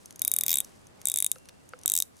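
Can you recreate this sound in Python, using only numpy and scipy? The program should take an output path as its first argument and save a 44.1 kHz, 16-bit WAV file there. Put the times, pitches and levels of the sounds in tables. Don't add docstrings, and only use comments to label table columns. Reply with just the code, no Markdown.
import sys
import numpy as np
from scipy import signal
from scipy.fft import rfft, irfft
from scipy.io import wavfile

SR = 44100
rng = np.random.default_rng(int(sys.argv[2]) if len(sys.argv) > 2 else 0)


def persist_wave(psi):
    counts = np.round(np.clip(psi, -1, 1) * 32767).astype(np.int16)
    wavfile.write(sys.argv[1], SR, np.atleast_2d(counts).T)


N = 97020

# f/Hz, relative level/dB
ROOM_TONE = [(26, -77), (36, 4), (48, -18), (75, 2.5), (115, 3), (250, 2), (500, -1.5), (1000, -8.5),
             (2500, -16.5), (6000, -23.5), (11000, -27), (14000, -40), (16000, -24.5)]
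# f/Hz, correlation (clipped to -1..1 in use)
ROOM_LIKENESS = [(40, 0.2), (150, -0.52), (400, -0.73), (1000, -0.47), (3000, -0.21), (10000, -1.3)]
# f/Hz, gain/dB
REFLECTION_COLOUR = [(500, 0), (2500, -3), (5000, -2), (8000, -2), (10500, 3), (12500, 0), (14300, -3),
                     (15300, -7), (16300, -16)]
# f/Hz, level/dB
BALANCE = [(1300, -1), (4400, 0), (8100, 1.3), (15000, 2.8)]
# t/s, level/dB
RUB_LEVEL = [(0, -62.5), (.25, -62.5), (.52, -52), (.66, -58.5), (.88, -62), (1.02, -58), (1.12, -76),
             (1.5, -71.5), (1.82, -60.5), (1.92, -61), (2.2, -101.5)]
# f/Hz, relative level/dB
RUB_SPECTRUM = [(30, -12), (100, 2.5), (180, 2), (400, -4), (800, -4.5), (1500, -10.5), (3000, -14.5),
                (16000, -41)]
# t/s, level/dB
SLIDE_LEVEL = [(0, -63.5), (.3, -71), (.7, -62.5), (.92, -71), (1.02, -64.5), (1.42, -69.5), (1.83, -68.5),
               (2.1, -75), (2.2, -60.5)]
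# t/s, level/dB, tilt/(dB per octave)
HANDLING_KNOCKS = [(1.3604, -24, -6), (1.491, -31.5, -4), (1.735, -8.5, -1), (1.855, -26, -5)]
# f/Hz, peak/dB, t60/s
DULL_MODES = [(505, 13.5, 0.076), (793, -0.5, 0.0084), (1317, 14, 0.02), (1516, 10, 0.015),
              (2160, 0, 0.012), (2890, -4, .008), (4660, -7, 0.0061)]
# t/s, level/dB, extra on the lowest mode/dB
PLAY_TICKS = [(0.0584, -31, -35), (0.1078, -33.5, -9), (0.1257, -40, -17), (0.1597, -32, -20),
              (0.194, -25, -23), (0.2747, -30, -17), (0.6464, -29.5, -28), (0.8693, -40, -24),
              (1.0155, -33.5, -11.5), (1.3579, -41.5, -3.5), (1.384, -40, -19), (1.4561, -44.5, -3.5),
              (1.4879, -35.5, -7.5), (1.4924, -46.5, 7.5), (1.691, -38.5, -34), (1.79, -40.5, -19),
              (1.814, -42, -14), (1.8345, -31.5, -9.5), (1.891, -28.5, -14), (2.1677, -45, -24.5)]
# f/Hz, peak/dB, t60/s
LIGHT_MODES = [(3130, 14.5, 0.00037), (6290, 21, 0.0043), (8940, 17, 0.0049), (10770, 16.5, 0.0018),
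               (12300, 8, 0.0013), (14500, -3.5, 0.00054)]
# f/Hz, peak/dB, t60/s (before the grip changes them)
CASE_BEZEL_MODES = [(2282, 2.93, 0.0042), (3478, 12, 0.012), (3587, 12, 0.015), (3773, 16.5, 0.026),
                    (4590, 2, 0.0023), (5400, 6.5, 0.0027), (6285, 12, 0.0037), (7130, 15.5, 0.0036),
                    (7967, 20, 0.0076), (8890, 18, 0.0049), (9980, 17, 0.0039), (10840, 14.5, 0.0046),
                    (12110, 15.5, 0.0039), (13800.0, 15.5, 0.0058), (14800, 18.5, 0.0058),
                    (16230, -9, 0.00067)]
# f/Hz, peak/dB, t60/s
RING_OUT_MODE = [(3787, 9.5, 0.15)]
# t/s, extra on the body/dB, chatter/dB, bezel t60 factor, top ring f/Hz,
# extra on the mid treble/dB, extra on the air band/dB, case t60 factor
GRIP = [(0.35, -0.3, -9.5, 1.26, 13870, 3, -13, 1.97), (0.505, 1, -2.5, 1.6, 13800, -9, 1.5, 1.3),
        (0.58, -2, -13, 1.1, 14300, -3, -12, 1.16), (1.079, 0.5, -13.5, 0.71, 14000, 1.1, -8, 1.88),
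        (1.3, 1.4, -17, 1.04, 13500, 6, -5, 0.78), (1.92, -9.5, -15.5, 0.92, 13240, -4.5, -4.5, 0.7)]
# t/s, level/dB, then extra/dB on the case ring, low treble, main ring and top ring
PAWL_SNAPS = [(0.2183, -8, -0.5, 2, -6.5, 7.5), (0.2494, -8.5, -5.5, -2.0, -5.5, 7),
              (0.2784, -7.5, -3.5, -3.5, -4, 10.5), (0.3158, -9, -5.5, 1, -0.5, 11.5),
              (0.3382, -8.5, -6.5, -7, 2, 9.5), (0.364, -8, -6, -6, -1.5, 7.5),
              (0.3867, -7, -6, -6.0, -4, 8.5), (0.4098, -7.5, -3.5, -0.5, -4.5, 5),
              (0.4358, -6.5, -4.5, -6, -6, 0), (0.464, -8.5, -4, -2.5, -3, 3.5),
              (0.4817, -8, -1, 5, -3.5, 8), (0.4932, -6.5, 0, 4, -11, -5), (0.5051, -9.5, -1, 7, -9, 12),
              (0.5152, -10, 3, 10, -4.5, 11), (0.5289, -4.5, 0, -1, -8, -3),
              (0.5406, -6.5, 3, -0.5, 2.5, 0), (0.5563, -6.5, -2.5, -23, 4, -4),
              (0.5711, -8.5, 0, 1, -5, -0.5), (0.5852, -8.5, 2.5, -33, 7, -1.0),
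              (0.6034, -7, -1, -14, 0.5, -2.0), (1.0552, -10.5, -5.5, -0.5, 4.5, -2),
              (1.0715, -11.5, 2, -0.0, 6.5, -3.5), (1.0853, -12.5, -0.0, 1, 3, 5),
              (1.0991, -12.5, 2, 2, 2, -3), (1.1172, -13.0, 2.5, -1.0, 1, 1.0),
              (1.1405, -11, -1.0, -1.0, 4, -11), (1.1596, -13.0, 3, 3, 5.5, -1),
              (1.1731, -10.5, -1, -3.5, 0.5, -7.5), (1.1866, -12.5, 6, 1, 5, 2),
              (1.203, -8.5, -6, -1.5, -4, -11), (1.2244, -8, 0, -3.5, -1, -11),
              (1.245, -10.0, 4, -8, 3.5, -12), (1.2642, -10.5, 2, -1, 5.5, -3), (1.3159, -11.5, 3, 4, 6, 8),
              (1.8593, -7.5, 0.5, -6, 3.5, 2), (1.8786, -9, 2.5, -0.5, 5, 4),
              (1.8992, -9.5, 0.5, -1.5, 4, 3), (1.919, -6, -2.5, -1, -0.5, 1),
              (1.9377, -6.5, -1.5, -4, 4.5, -6), (1.9526, -8.5, -6, 2.5, 1, 2),
              (1.9646, -7, -3.5, 1, -1, -2), (1.9759, -6, -3.5, 4.5, -2, -9),
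              (1.9876, -12, -21, 7, 4.5, -3), (2.0019, -5, -1.0, 3, -5, -14),
              (2.023, -8.0, 4, 6.5, -0.5, -3)]

CASE_HZ, LOW_TREBLE_HZ, MAIN_HZ, TOP_HZ = 3650, 5200, 8200, 13800
BODY_HZ, MID_TREBLE_HZ, PLAIN_HZ, AIR_HZ = 2400, 10000, 12400, 14600
CASE_LIMIT_HZ, BRIGHT_ABOVE_HZ = 4400, 4500
PORT_PHASE_RAD, PORT_REFERENCE_HZ = 0.24, 11000


def from_db(db):
    return 10 ** (np.asarray(db) / 20)


def at_hz(points, hz):
    f, value = np.transpose(points)
    return np.interp(np.log(hz + 1), np.log(f), value)


def colour(x, points, share=1):
    hz = np.fft.rfftfreq(x.shape[-1], 1 / SR)
    return irfft(rfft(x) * from_db(share * at_hz(points, hz)), x.shape[-1])


def butter(x, hz, kind):
    return signal.sosfilt(signal.butter(2, hz, kind, fs=SR, output="sos"), x)


def level_curve(points):
    return from_db(np.interp(np.arange(N) / SR, *np.transpose(points)))


def add(track, s, sound):
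    start = max(int(s * SR), 0)
    part = track[..., start:start + sound.shape[-1]]
    part += sound[..., :part.shape[-1]]


def dying_noise(t60):
    t = np.arange(SR // 2) / SR
    burst = rng.standard_normal(len(t)) * np.exp(-np.log(1000) * t / t60)
    return burst / np.linalg.norm(burst)


def detuned(modes, spread=0.025):
    return np.array(modes) * [1 + spread * rng.standard_normal(), 1, 1]


def strike(modes, extra_db=0, ring_share=0, detune=0.2, spread_db=0.5):
    hz, db, t60 = np.transpose(modes)
    t = np.arange(SR // 10) / SR
    decay = np.log(1000) / (t60 * from_db(ring_share * extra_db))
    pitch_draw, level_draw, side_draw = rng.standard_normal((3, len(hz)))
    struck_hz = hz + detune * pitch_draw * decay / np.pi
    polarity = (-1) ** np.arange(len(hz))
    gain = from_db(db + extra_db + spread_db * level_draw) * 2 * decay / SR * polarity
    rings = np.exp(np.outer(2j * np.pi * struck_hz - decay, t))
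    rings[:, 0] /= 2
    lead = PORT_PHASE_RAD * np.minimum(hz / PORT_REFERENCE_HZ, 1) ** 2 * np.sign(side_draw)
    return np.real(gain * np.exp(1j * np.array([lead, -lead])) @ rings)


def chatter(ring, level_db=-2, delay_s=0.00069):
    contacts = dying_noise(t60=0.01)[None, :ring.shape[-1]]
    out = ring.copy()
    add(out, delay_s, from_db(level_db) * signal.fftconvolve(ring, contacts))
    return out


def room_tone(level_db=-56.5):
    mid, side = rfft(rng.standard_normal((2, N)))
    alike = np.clip(at_hz(ROOM_LIKENESS, np.fft.rfftfreq(N, 1 / SR)), -1, 1)
    left_right = np.sqrt(1 + alike) * mid + np.sqrt(1 - alike) * side * [[1], [-1]]
    noise = colour(irfft(left_right, N), ROOM_TONE)
    return from_db(level_db) * noise / noise.std()


def reflections(port, desk_s=0.0105, desk_db=-24.5, room_s=0.0034, room_db=-23.5):
    response = np.zeros(SR)
    add(response, desk_s, from_db(desk_db) * dying_noise(t60=0.0081))
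    add(response, room_s, from_db(room_db) * dying_noise(t60=0.25))
    return signal.fftconvolve(port, colour(response, REFLECTION_COLOUR))[:N]


def fingers(catches_per_s=3500, spread_db=4.2, low_hz=4100, high_hz=10300):
    rub = colour(rng.standard_normal((2, N)), RUB_SPECTRUM)
    catches = (rng.random(N) < catches_per_s / SR) * from_db(spread_db * rng.standard_normal(N))
    slide = butter(catches, [low_hz, high_hz], "band")
    return level_curve(RUB_LEVEL) * rub / rub.std() + level_curve(SLIDE_LEVEL) * slide / slide.std()


def knocks(ring_s=1.36, ring_hz=2743, ring_db=-68, ring_t60=1.6):
    out = np.zeros((2, N))
    octaves = np.log2(np.array(DULL_MODES)[:, 0])
    for s, db, tilt_db in HANDLING_KNOCKS:
        add(out, s, from_db(db) * strike(DULL_MODES, tilt_db * (octaves - octaves.mean())))
    t = np.arange(N) / SR
    add(out, ring_s, from_db(ring_db - 60 * t / ring_t60) * np.sin(2 * np.pi * ring_hz * t))
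    return out


def ticks():
    out = np.zeros((2, N))
    is_low = np.array(LIGHT_MODES)[:, 0] < BRIGHT_ABOVE_HZ
    for s, db, low_db in PLAY_TICKS:
        ring = strike(detuned(LIGHT_MODES), low_db * is_low)
        add(out, s, from_db(db) * chatter(ring))
    return out


def pawl_climb(relative_db=-28, earliest_s=0.008, latest_s=0.024):
    out = np.zeros((2, N))
    bright = [mode for mode in LIGHT_MODES if mode[0] > BRIGHT_ABOVE_HZ]
    for s, db, *_ in PAWL_SNAPS:
        modes = detuned(bright)
        delay_s = rng.uniform(earliest_s, latest_s)
        add(out, s + delay_s, from_db(db + relative_db) * chatter(strike(modes)))
    return butter(out, hz=6000, kind="high")


def ratchet(jitter_s=0.00004):
    out = np.zeros((2, N))
    hz, peak_db, t60 = np.transpose(CASE_BEZEL_MODES)
    grip_s, *grip_columns = np.transpose(GRIP)
    is_top = np.arange(len(hz)) == np.argmin(abs(hz - TOP_HZ))
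    for s, db, *extra_db in PAWL_SNAPS:
        grip = [np.interp(s, grip_s, column) for column in grip_columns]
        body_db, chatter_db, bezel_length, top_hz, mid_db, air_db, case_length = grip
        grip_curve = list(zip([CASE_HZ, LOW_TREBLE_HZ, MAIN_HZ, TOP_HZ], extra_db))
        grip_curve += [(BODY_HZ, body_db), (MID_TREBLE_HZ, mid_db), (PLAIN_HZ, 0), (AIR_HZ, air_db)]
        held_hz = np.where(is_top, top_hz, hz)
        held_t60 = t60 * np.where(hz < CASE_LIMIT_HZ, case_length, bezel_length)
        modes = np.transpose([held_hz, peak_db, held_t60])
        ring_out = detuned(RING_OUT_MODE, spread=0.003)
        ring = strike(modes, at_hz(sorted(grip_curve), hz), ring_share=0.126)
        ring -= min(case_length, 1) ** 2 * strike(ring_out)
        add(out, s + jitter_s * rng.standard_normal(), from_db(db) * chatter(ring, chatter_db))
    return out


def scene():
    background = room_tone() + fingers()
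    metal = ratchet() + pawl_climb() + ticks()
    watch = butter(metal, hz=1550, kind="high") + knocks()
    direct = np.array([colour(port, BALANCE, share) for port, share in zip(watch, (0.5, -0.5))])
    reflected = np.array([reflections(port) for port in watch])
    return background + direct + reflected


def record(dry, stop_hz=17100, stop_db=65):
    return signal.sosfilt(signal.cheby2(16, stop_db, stop_hz, fs=SR, output="sos"), dry)


dry = scene()
out = record(dry)
persist_wave(out)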